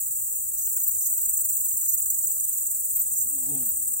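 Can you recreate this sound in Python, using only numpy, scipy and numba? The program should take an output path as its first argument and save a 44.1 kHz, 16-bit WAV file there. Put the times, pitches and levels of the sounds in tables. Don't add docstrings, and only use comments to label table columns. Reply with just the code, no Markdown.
import sys
import numpy as np
from scipy import signal
from scipy.fft import rfft, irfft
from scipy.io import wavfile
from scipy.ndimage import uniform_filter1d
from numba import njit

SR = 44100
rng = np.random.default_rng(int(sys.argv[2]) if len(sys.argv) > 2 else 0)


def int16_out(signal):
    q = np.round(np.clip(np.atleast_2d(signal).T, -1, 1) * 32767)
    wavfile.write(sys.argv[1], SR, q.astype(np.int16))


N = 176400

# time in seconds, strokes made so far. The slow singer has one table per verse.
FAST_PACE, FAR_PACE, SLOW_VERSES = [(.583, 0), (.690, 3), (.871, 8), (1.253, 18), (1.646, 28), (2.059, 38),
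                                    (2.484, 48), (2.712, 53)], [(.008, 0), (.49, 9), (3.295, 60), (3.742, 68),
                                                       (3.967, 72)], [
    [(.670, 0), (.966, 6), (1.341, 13), (1.718, 20), (1.943, 24), (2.305, 30)],
    [(2.708, 0), (2.857, 3), (3.333, 12), (3.994, 24)],
]
# time in seconds, source level in dB, mid-stroke pitch in Hz, left minus right in dB.
FAST_EFFORT, SLOW_EFFORT, FAR_EFFORT = [(.58, -30, 6250, 3), (.7, -27.5, 6450, -3), (.85, -25, 7300, -1),
                                        (1.1, -24.5, 7500, -1), (1.6, -24.5, 7600, -2),
                                        (2.2, -25, 7550, -4), (2.6, -25.5, 7150, -4),
                                        (2.72, -27.5, 7100, -3)], [(.67, -30.5, 7900, 0), (1., -27.5, 7900, 1),
                                                             (2.3, -27.5, 7900, 1), (2.7, -29, 8000, 2),
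                                                             (2.92, -25.5, 8000, 2), (3.3, -27, 8050, 3),
                                                             (4, -28, 8100, 4)], [(0, -29, 7750, 0),
                                                                                  (.55, -29.5, 7750, 0),
                                                                                  (.9, -34, 7900, 0),
                                                                                  (2.3, -32, 8000, 1),
                                                                                  (3.3, -29, 8100, 1),
                                                                                  (4, -29, 8200, 2)]
# half-length in seconds, pitch rise in Hz per second, bandwidth in Hz,
# octave in dB, rasp in dB, delay of the peak in seconds. The slow singer has one row per verse.
FAST_STROKE, FAR_STROKE, SLOW_STROKES = (.022, 190000, 700, -5, -6, .005), (.022, 80000, 700, -14, -12, 0), [(.021, 60000, 900, 3, -6, .001),
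                                                                                  (.023, 70000, 950, -7, -6, -.002)]
# frequency in Hz, gain in dB.
FAST_WING, SLOW_WING = [(1500, -80), (4000, -57), (5400, -37), (6100, -21), (6700, -5), (7600, -2),
                        (8500, 1), (9500, -3), (10500, -7), (12500, -6), (13300, -4), (13800, 1.5),
                        (14400, -2), (16000, -3)], [(1500, -80), (4000, -57), (5600, -35), (6800, -10), (7700, -2),
                                           (8400, -1), (10000, -4), (11500, -2), (13000, -3), (14500, -1),
                                           (15600, 4.5)]

def singers(t):
    fast = stroke_train(t, FAST_PACE, FAST_EFFORT, FAST_STROKE, FAST_WING)
    slow = sum(stroke_train(t, verse, SLOW_EFFORT, shape, SLOW_WING)
               for verse, shape in zip(SLOW_VERSES, SLOW_STROKES))
    far = stroke_train(t, FAR_PACE, FAR_EFFORT, FAR_STROKE, SLOW_WING)
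    return fast + slow + far


def stroke_train(t, pace, effort, shape, radiation):
    when, count = np.array(pace).T
    times = np.interp(np.arange(count[-1] + 1), count, when)
    db = curve(effort, times) + rng.standard_normal(len(times))
    strokes = np.c_[times, db, curve(effort, times, column=2), curve(effort, times, column=3)]
    return stridulate(t, strokes, shape, radiation)


# frequency in Hz, relative gain in dB.
RASP = [(4000, -47), (5500, -21), (7000, -53), (8500, 29.5), (10500, 10), (12000, 30), (14000, 37),
        (16000, -40)]

def stridulate(t, strokes, shape, radiation):
    half_length, rise, width_hz, octave_db, rasp_db, delay = shape
    rows = np.array(strokes, float)
    nearest = np.searchsorted((rows[1:, 0] + rows[:-1, 0]) / 2 + delay, t)
    when, db, pitch, pan_db = rows[nearest].T
    from_peak = np.clip(t - when - delay, -half_length, half_length)
    hz = np.maximum(pitch + rise * np.clip(from_peak, -half_length / 2, half_length / 2), 4000)
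    clicks = tooth_clicks()
    ring = lambda f, width: unit(resonate(resonate(clicks, f, width), f, 2 * width))
    octave = undb(octave_db) * ring(2 * hz, 2 * width_hz)
    rasp = undb(rasp_db) * unit(colour(clicks, RASP))
    wing = unit(ring(hz, width_hz) + octave + rasp)
    swell = np.cos(np.pi / 2 * from_peak / half_length) ** 4
    heard = through_grass(wing * swell * undb(db), pan_db, bearing=np.sign(np.mean(pan_db)))
    return colour(heard, radiation)


def tooth_clicks(teeth_per_s=2200, scatter_db=3):
    teeth_passed = np.cumsum(teeth_per_s * np.exp(.35 * walk(1500))) / SR
    impulses = np.diff(np.floor(teeth_passed), prepend=0)
    return unit(impulses * undb(scatter_db * rng.standard_normal(N)))


def through_grass(x, pan_db, bearing, tail_db=-1, decay_s=.0055, ear_lag_s=.000207):
    t = np.arange(N // 40) / SR
    tail = rng.standard_normal((2, len(t))) * np.exp(-t / decay_s)
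    tail /= np.sqrt(np.sum(tail ** 2, axis=1, keepdims=True))
    hz = np.fft.rfftfreq(N, 1 / SR)
    right = irfft(rfft(x) * np.exp(-2j * np.pi * hz * bearing * ear_lag_s), N)
    scattered = undb(tail_db) * signal.fftconvolve(x[None], tail)[:, :N]
    return (np.array([x, right]) + scattered) * undb(np.array([pan_db, -pan_db]) / 2)


# time in seconds, source level in dB, pitch in Hz, left minus right in dB.
CHIRPS, SCRATCHES = [(.36, -39, 6800, 1), (.58, -32.5, 6460, -5), (.622, -31, 6560, -3),
                     (.654, -34.5, 6100, -3), (1.021, -28.5, 6650, -4), (1.061, -26.5, 6500, -8),
                     (1.847, -32, 7000, 1), (1.887, -27, 6750, 1), (1.927, -26.5, 6750, 0),
                     (3.129, -33, 7360, -6), (3.172, -28, 6940, -6), (3.212, -25, 7100, -5)], [(.363, -34, 6660, 7), (.84, -28, 6800, 5), (0.883, -23, 7100, 4),
                                     (1.895, -27.5, 6900, -9), (1.943, -29.5, 6800, -13),
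                                     (2.93, -33, 6700, 1), (2.966, -24.5, 7100, 2),
                                     (3.001, -22.5, 7230, 1.5), (3.035, -37, 7100, 2),
                                     (3.62, -32, 7300, -1), (3.66, -28, 7100, 3), (3.695, -24.5, 7300, 2)]
CHIRP_STROKE, SCRATCH_STROKE = (.042, 35000, 1900, -12, -3, .003), (.027, 30000, 2000, 9, 6, .001)
# frequency in Hz, gain in dB.
CHIRP_WING, SCRATCH_WING = [(1500, -70), (3500, -46), (4700, -24), (5600, -17), (6500, -6), (7500, -1),
                            (12000, -1), (16000, -3)], [(4000, -60), (6000, -28), (8000, -10), (11500, -7),
                                               (13000, 0), (16000, 2)]

def short_calls(t):
    chirps = stridulate(t, CHIRPS, CHIRP_STROKE, CHIRP_WING)
    return chirps + stridulate(t, SCRATCHES, SCRATCH_STROKE, SCRATCH_WING)


# frequency in Hz, relative gain in dB.
CHORUS = [(4000, -46), (5000, -35), (6000, -21.5), (6700, -7), (7300, -1), (7700, 1), (8500, -3.5),
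          (9300, -3), (10500, -2.5), (12000, -3), (13300, 1), (14300, 3.7), (15700, 3.5)]

def chorus(count=6, level_db=-25, throb_db=3.4):
    out = 0
    for k in range(count):
        strokes_per_s = (17 + 1.3 * k) * (1 + .0501 * walk(3.04))
        cycle = (rng.random() + np.cumsum(strokes_per_s) / SR) % 1
        clicks = tooth_clicks()
        wing = unit(resonate(clicks, 7000 + 2000 * cycle, width_hz=1040))
        voice = (clicks + undb(-4.5) * wing) * undb(-throb_db * np.cos(2 * np.pi * cycle))
        bearing = np.cos(np.pi * k / (count - 1))
        out += through_grass(voice, np.full(N, 2 * bearing), bearing)
    return unit(colour(out, CHORUS)) * undb(level_db + .4 * walk(3))


# time in seconds, beats per second.
BEE_PITCH = [(2.7, 150), (2.78, 128), (2.84, 140), (2.94, 123), (3.04, 142), (3.13, 138), (3.23, 104),
             (3.32, 144), (3.43, 129), (3.5, 142), (3.57, 136), (3.63, 122), (3.7, 107), (3.78, 144),
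             (3.92, 108), (4, 140)]
# time in seconds, level in dB.
BEE_LEVEL = [(2.6, -75), (3.05, -70), (3.22, -65), (3.32, -57.5), (3.39, -56), (3.48, -49.5), (3.54, -47.5),
             (3.61, -47.5), (3.7, -61), (3.8, -63.5), (4, -72)]
# harmonic number, relative level in dB when far, the same when closest.
BEE_HARMONICS = [(1, -12, 3), (2, 0, 0), (3, -19, -6), (4, -24, -22), (5, -15, -15), (6, -17, -15),
                 (7, -25, -27)]

def bee(t, closest_s=3.53, pass_s=.06, swish_db=-3):
    phase = 2 * np.pi * np.cumsum(curve(BEE_PITCH, t) * (1 + .017 * walk(110))) / SR
    fade_in = np.clip((t - BEE_LEVEL[0][0]) * 10, 0, 1)
    closeness = np.exp(-((t - closest_s) / pass_s) ** 2)
    ear_phase = np.array([[0], [.8]])
    buzz = 0
    for k, far_db, near_db in BEE_HARMONICS:
        db = far_db + (near_db - far_db) * closeness + 2.5 * walk(45)
        buzz += undb(db) * np.sin(k * phase + ear_phase + 2 * np.pi * rng.random())
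    swish_spectrum = [(100, 6.5), (700, 9), (1300, -5), (3300, 0), (7000, -13)]
    swish = unit(colour(rng.standard_normal((2, N)), swish_spectrum)) * (1 + np.cos(phase)) / 2
    return undb(curve(BEE_LEVEL, t)) * fade_in * (np.sqrt(2) * buzz + undb(swish_db) * swish)


# start in seconds, level in dB, centre frequency in Hz.
TICKS = [(1.71, -49, 2910), (2.06, -53, 1260)]

def stem_ticks(t, decay_s=.0035):
    out = np.zeros((2, N))
    for start, db, hz in TICKS:
        ring = lambda x: resonate(x, np.full(N, float(hz)), 1.5 * hz)
        body = np.array([unit(ring(ring(noise))) for noise in rng.standard_normal((2, N))])
        out += body * undb(db) * (t >= start) * np.exp(-np.abs(t - start) / decay_s)
    return out


# time of the peak in seconds, half-width in seconds, level in dB, frequency in Hz.
RUSTLES = [(2.25, .17, -65, 370), (2.55, .09, -64, 3100), (2.54, .06, -67, 850), (3.58, .09, -70, 3200)]

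def grass_rustles(t):
    out = np.zeros((2, N))
    for when, half_width, db, hz in RUSTLES:
        centre = np.full(N, float(hz))
        band = np.array([unit(resonate(noise, centre, .5 * hz)) for noise in rng.standard_normal((2, N))])
        out += band * undb(db) * np.exp(-((t - when) / half_width) ** 2)
    return out


# frequency in Hz, relative gain in dB.
WIND, WIND_SIDE = [(20, -9), (45, 3), (70, 4.5), (110, 2), (170, -6), (300, -13.5), (700, -16.5),
                   (1200, -20.5), (2500, -23.5), (4500, -22), (8000, -28)], [(20, -33), (60, -42), (125, -12.5), (300, -2), (700, 2.5), (1500, 4),
                                (8000, 0.5)]

def wind(level_db=-57.5):
    mid, side = rng.standard_normal((2, N))
    ears = mid + colour(side, WIND_SIDE) * np.array([[1], [-1]])
    return unit(colour(ears, WIND)) * undb(level_db + .6 * walk(4))


@njit
def resonate(x, hz, width_hz):
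    y, band_state, low_state = np.empty(len(x)), 0., 0.
    for i in range(len(x)):
        g = np.tan(np.pi * min(hz[i], .45 * SR) / SR)
        damping = width_hz / hz[i]
        band = (band_state + g * (x[i] + 1e-18 - low_state)) / (1 + g * (g + damping))
        band_state = 2 * band - band_state
        low_state += 2 * g * band
        y[i] = damping * band
    return y


def colour(x, points):
    hz, db = np.array(points, float).T
    f = np.maximum(np.fft.rfftfreq(N, 1 / SR), 1)
    return irfft(rfft(x) * undb(np.interp(np.log(f), np.log(hz), db)), N)


def walk(rate):
    hold = int(SR / rate)
    steps = np.repeat(rng.standard_normal(N // hold + 1), hold)
    return unit(uniform_filter1d(steps, hold)[:N])


def curve(table, t, column=1):
    rows = np.array(table, float)
    return np.interp(t, rows[:, 0], rows[:, column])


def undb(db):
    return 10 ** (np.asarray(db) / 20)


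def unit(x):
    return x / np.sqrt(np.mean(x ** 2) + 1e-20)


def scene():
    t = np.arange(N) / SR
    return singers(t) + short_calls(t) + chorus() + bee(t) + stem_ticks(t) + grass_rustles(t) + wind()


def record(dry, top_hz=15760):
    return signal.sosfilt(signal.ellip(12, .1, 80, top_hz, fs=SR, output="sos"), dry)


dry = scene()
out = record(dry)
int16_out(out)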